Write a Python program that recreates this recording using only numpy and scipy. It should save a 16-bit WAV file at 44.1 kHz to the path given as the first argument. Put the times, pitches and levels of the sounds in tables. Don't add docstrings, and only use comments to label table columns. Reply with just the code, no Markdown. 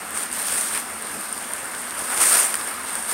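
import sys
import numpy as np
from scipy import signal
from scipy.io import wavfile

SR = 44100
rng = np.random.default_rng(int(sys.argv[2]) if len(sys.argv) > 2 else 0)


def field_ratio(decibels):
    return 10 ** (np.asarray(decibels, dtype=float) / 20)


def unload_wav(signal):
    wavfile.write(
        sys.argv[1],
        SR,
        np.round(np.clip(np.atleast_2d(signal).T, -1, 1) * 32767).astype(np.int16),
    )


N = 138033

# (frequency [Hz], level per Hz [dB])
CREEK_TONE = [(45, -42), (105, -27), (220, 4), (400, -6), (1400, 2.5), (3300, -9.5), (7000, -18.5),
              (15500, -18.5)]
CREEK_DB, CREEK_FLICKER_DB = -38, 2.16
BUBBLES_PER_S, BUBBLES_DB, BUBBLE_CYCLES = 320, -47, 6.5

# (frequency [Hz], width [Hz], level [dB])
HOLLOW_POCKET = (222, 30, -54)

# (frequency [Hz], level [dB], throb depth [0-1])
ENGINE_HUMS = [(78.5, -59, .7), (63, -65, .1)]
THROB_PER_S, THROB_PEAK_S = 4.85, .125

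# (frequency [Hz], level per Hz [dB])
LEAF_TONE = [(150, -28.5), (400, -10), (800, -5.5), (1450, -3.5), (2600, -8), (4000, -11), (7000, -11),
             (15500, -13)]
# (start [s], length [s])
STIRRINGS = [(.0, .14), (.15, .085), (.235, .085), (.325, .065), (.39, .075), (.465, .155), (.62, .11),
             (.73, .065), (.8, .32), (1.12, .12), (1.24, .29), (1.53, .03), (1.56, .41), (1.98, .13),
             (2.11, .065), (2.175, .035), (2.21, .12), (2.33, .07), (2.4, .048), (2.45, .06), (2.51, .16),
             (2.67, .21), (2.88, .09), (2.97, .12), (3.09, .06)]
# (level [dB], extra dull scuff [dB])
STIRRING_FORCE = [(-39.5, 9.5), (-29.5, 2.5), (-39, 6), (-30, -0.5), (-28.5, -0.5), (-25.5, -0.5),
                  (-29.5, 0.5), (-29, 1.5), (-37.5, 7), (-35.5, 5), (-35.5, 5), (-36.5, 7.5), (-36, 7),
                  (-31, 6.5), (-28, 4.5), (-25, 3.5), (-18.5, -0.5), (-18, 0), (-22, 1), (-30, 2.5),
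                  (-31.5, 5), (-35, 8.5), (-32.5, 6), (-34.5, 6.5), (-26.5, 2)]
STIR_ATTACK_S, STIR_RELEASE_S = .025, .016
GRAINS_PER_S, GRAIN_SPREAD_DB, CLUMP_DB, LEAVES_TRIM_DB = 5000, 2.5, 1, -7
SCUFF_BELOW_HZ = 1980

# (time [s], peak level [dB], dull part [dB], brittle top [dB])
STALK_SNAPS = [(0.1067,-19,1,7), (0.1742,-12,-7,-8), (0.2284,-18.5,6,-4), (0.3145,-13,-7,-6),
               (0.3272,-11.5,-18,-11), (0.397,-9.5,-5,-11), (0.4265,-11,-3,2), (0.47,-19,-8,-8),
               (0.5246,-8,-10,-12), (0.749,-9.5,0.5,-4), (0.7752,-7,-3,-3), (1.0226,-14,-14,-4),
               (1.069,-16,-6.5,-4), (1.1996,-19,-8,-15), (1.3264,-8,-21,-7), (1.3773,-13,-6,-10),
               (1.5349,-6.5,-8,-6), (1.6561,-13.5,-17,-14), (1.7487,-23.5,11,-10), (1.8168,-14.5,-5,1),
               (1.9076,-12.5,-5,-11), (2.1755,-8,3.5,-6), (2.2114,-13,-2,2), (2.5416,-2.5,-2.5,-5),
               (2.5534,-7,-6,-11), (2.5726,-19,-8,5), (2.6114,-21,11.5,-2), (2.6923,-16,-13,-5),
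               (2.9537,-7,-5.5,-5), (3.025,-14,-8,-8)]
SNAP_DECAY_S, SNAP_TRIM_DB = .001, -16.5
DULL_TOP_HZ, BRITTLE_FROM_HZ = 6500, 10500

# (time [s], level [dB], frequency [Hz], length [s])
SOFT_SCUFFS = [
    (.765, -30.5, 1500, .025),
    (1.165, -39, 250, .045),
    (2.132, -30, 1100, .013),
    (2.544, -25, 1100, .002),
]

# (frequency [Hz], width [Hz], boost [dB])
PORT_PEAKS = [
    (8905, 1130, 9.5),
    (11480, 870, 3),
    (5030, 480, 1.5),
    (1510, 850, 1),
    (15000, 3500, -1),
]
LOW_CUT_HZ, HIGH_CUT_HZ = 54.5, 15950


def rms_one(x):
    return x / np.sqrt(np.mean(x ** 2) + 1e-20)


def drift(rate):
    r = np.exp(-40 * np.pi * rate / SR)
    slow = signal.lfilter([1], [1, -2 * r, r * r], rng.standard_normal(N // 20 + 4002))[4000:]
    return np.interp(np.arange(N) / 20, np.arange(len(slow)), rms_one(slow - slow.mean()))


def band(x, low_hz, high_hz):
    edges = [low_hz, min(high_hz, .45 * SR)]
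    return signal.sosfilt(signal.butter(2, edges, "band", fs=SR, output="sos"), x)


def coloured(pair, tone, flicker_db, low_db=0):
    out = 0
    edges = 35 * 2 ** np.arange(0, 9.2, 1 / 3)
    tone_hz, tone_db = np.transpose(tone)
    for k, (low, high) in enumerate(zip(edges, edges[1:])):
        hz = np.sqrt(low * high)
        level_db = np.interp(np.log(hz), np.log(tone_hz), tone_db)
        dull_db = low_db / (1 + (hz / SCUFF_BELOW_HZ) ** 4)
        gain = field_ratio(level_db + flicker_db * drift(9.2) + dull_db)
        out = out + gain * band(pair[k % 2], low, high)
    return out


def clicks(per_s, spread_db):
    size_db = spread_db * np.minimum(rng.exponential(1, N), 5)
    sizes = field_ratio(size_db) * rng.choice([-1, 1], N)
    return sizes * (rng.random(N) < per_s / SR)


def creek():
    wash = rms_one(coloured(rng.standard_normal((2, N)), CREEK_TONE, CREEK_FLICKER_DB))
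    born = clicks(BUBBLES_PER_S * field_ratio(3 * drift(5)), 3.3) + 1e-18
    pitch_number = rng.integers(0, 24, N)
    rings = 0
    for k, hz in enumerate(np.geomspace(380, 2600, 24)):
        r = field_ratio(-60 * hz / BUBBLE_CYCLES / SR)
        w = 2 * np.pi * hz / SR
        struck = born * (pitch_number == k)
        rings = rings + signal.lfilter([0, np.sin(w)], [1, -2 * r * np.cos(w), r * r], struck)
    return field_ratio(CREEK_DB) * wash + field_ratio(BUBBLES_DB) * rms_one(rings)


def hollow():
    hz, width_hz, db = HOLLOW_POCKET
    fits = field_ratio(db + drift(5.7))
    gurgle = band(rng.standard_normal(N), hz - width_hz / 2, hz + width_hz / 2)
    return fits * rms_one(gurgle)


def engine():
    t = np.arange(N) / SR
    throb = np.cos(2 * np.pi * THROB_PER_S * (t - THROB_PEAK_S))
    out = 0
    for hz, db, depth in ENGINE_HUMS:
        level = field_ratio(db + 0.74 * drift(1.8)) * (1 + depth * throb)
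        out = out + level * np.sin(2 * np.pi * hz * t + 0.26 * drift(4.1))
    return out


def leaves():
    t = np.arange(N) / SR
    power, scuff_db = 1e-9, 0
    for (start, length), (db, dull_db) in zip(STIRRINGS, STIRRING_FORCE):
        rise = np.clip((t - start) / STIR_ATTACK_S + .5, 0, 1)
        fall = np.exp(-np.maximum(t - start - length, 0) / STIR_RELEASE_S)
        shape = field_ratio(2 * db) * rise * fall
        power = power + shape
        scuff_db = scuff_db + shape * dull_db
    clumps = field_ratio(CLUMP_DB * (drift(103) + 0.76 * drift(170)))
    pair = rms_one(clicks(GRAINS_PER_S, GRAIN_SPREAD_DB)) + .8 * rng.standard_normal((2, N))
    crackle = coloured(pair * clumps, LEAF_TONE, 1.0, scuff_db / power)
    crackle = crackle / np.std(band(crackle, 3000, 15000))
    return field_ratio(LEAVES_TRIM_DB) * np.sqrt(power) * crackle


def snaps():
    out = np.zeros(N + SR)
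    t = np.arange(600) / SR
    for s, db, dull_db, top_db in STALK_SNAPS:
        burst = rng.standard_normal(600) * np.exp(-t / SNAP_DECAY_S) * np.minimum(t / .0003, 1)
        parts = ((8200, 9800, 0), (700, DULL_TOP_HZ, dull_db + 8), (BRITTLE_FROM_HZ, 15000, top_db + 6))
        start = int(s * SR)
        for low, high, more_db in parts:
            part = band(burst, low, high)
            part = part / np.abs(part).max()
            out[start:start + 600] += field_ratio(db + more_db + SNAP_TRIM_DB) * part
    return out[:N]


def soft_scuffs():
    t = np.arange(N) / SR
    out = 0
    for s, db, hz, length in SOFT_SCUFFS:
        swell = np.exp(-((t - s) / length) ** 2)
        out = out + field_ratio(db) * swell * rms_one(band(rng.standard_normal(N), hz / 1.6, hz * 1.6))
    return out


def scene():
    mix = creek() + leaves() + snaps() + soft_scuffs() + engine() + hollow()
    return mix[None, :]


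def roll_off(x):
    return signal.sosfilt(signal.butter(12, 16620, fs=SR, output="sos"), x)


def record(dry):
    x = signal.sosfilt(signal.butter(3, LOW_CUT_HZ, "high", fs=SR, output="sos"), dry)
    x = signal.sosfilt(signal.cheby2(20, 60, HIGH_CUT_HZ + 150, fs=SR, output="sos"), x)
    for hz, width_hz, boost_db in PORT_PEAKS + PORT_PEAKS:
        r = np.exp(-np.pi * width_hz / SR)
        ring = [1, -2 * r * np.cos(2 * np.pi * hz / SR), r * r]
        peak = signal.lfilter((1 - r * r) / 2 * np.array([1, 0, -1]), ring, x)
        x = x + (field_ratio(boost_db) - 1) * peak
    return roll_off(x)


dry = scene()
out = record(dry)
unload_wav(out)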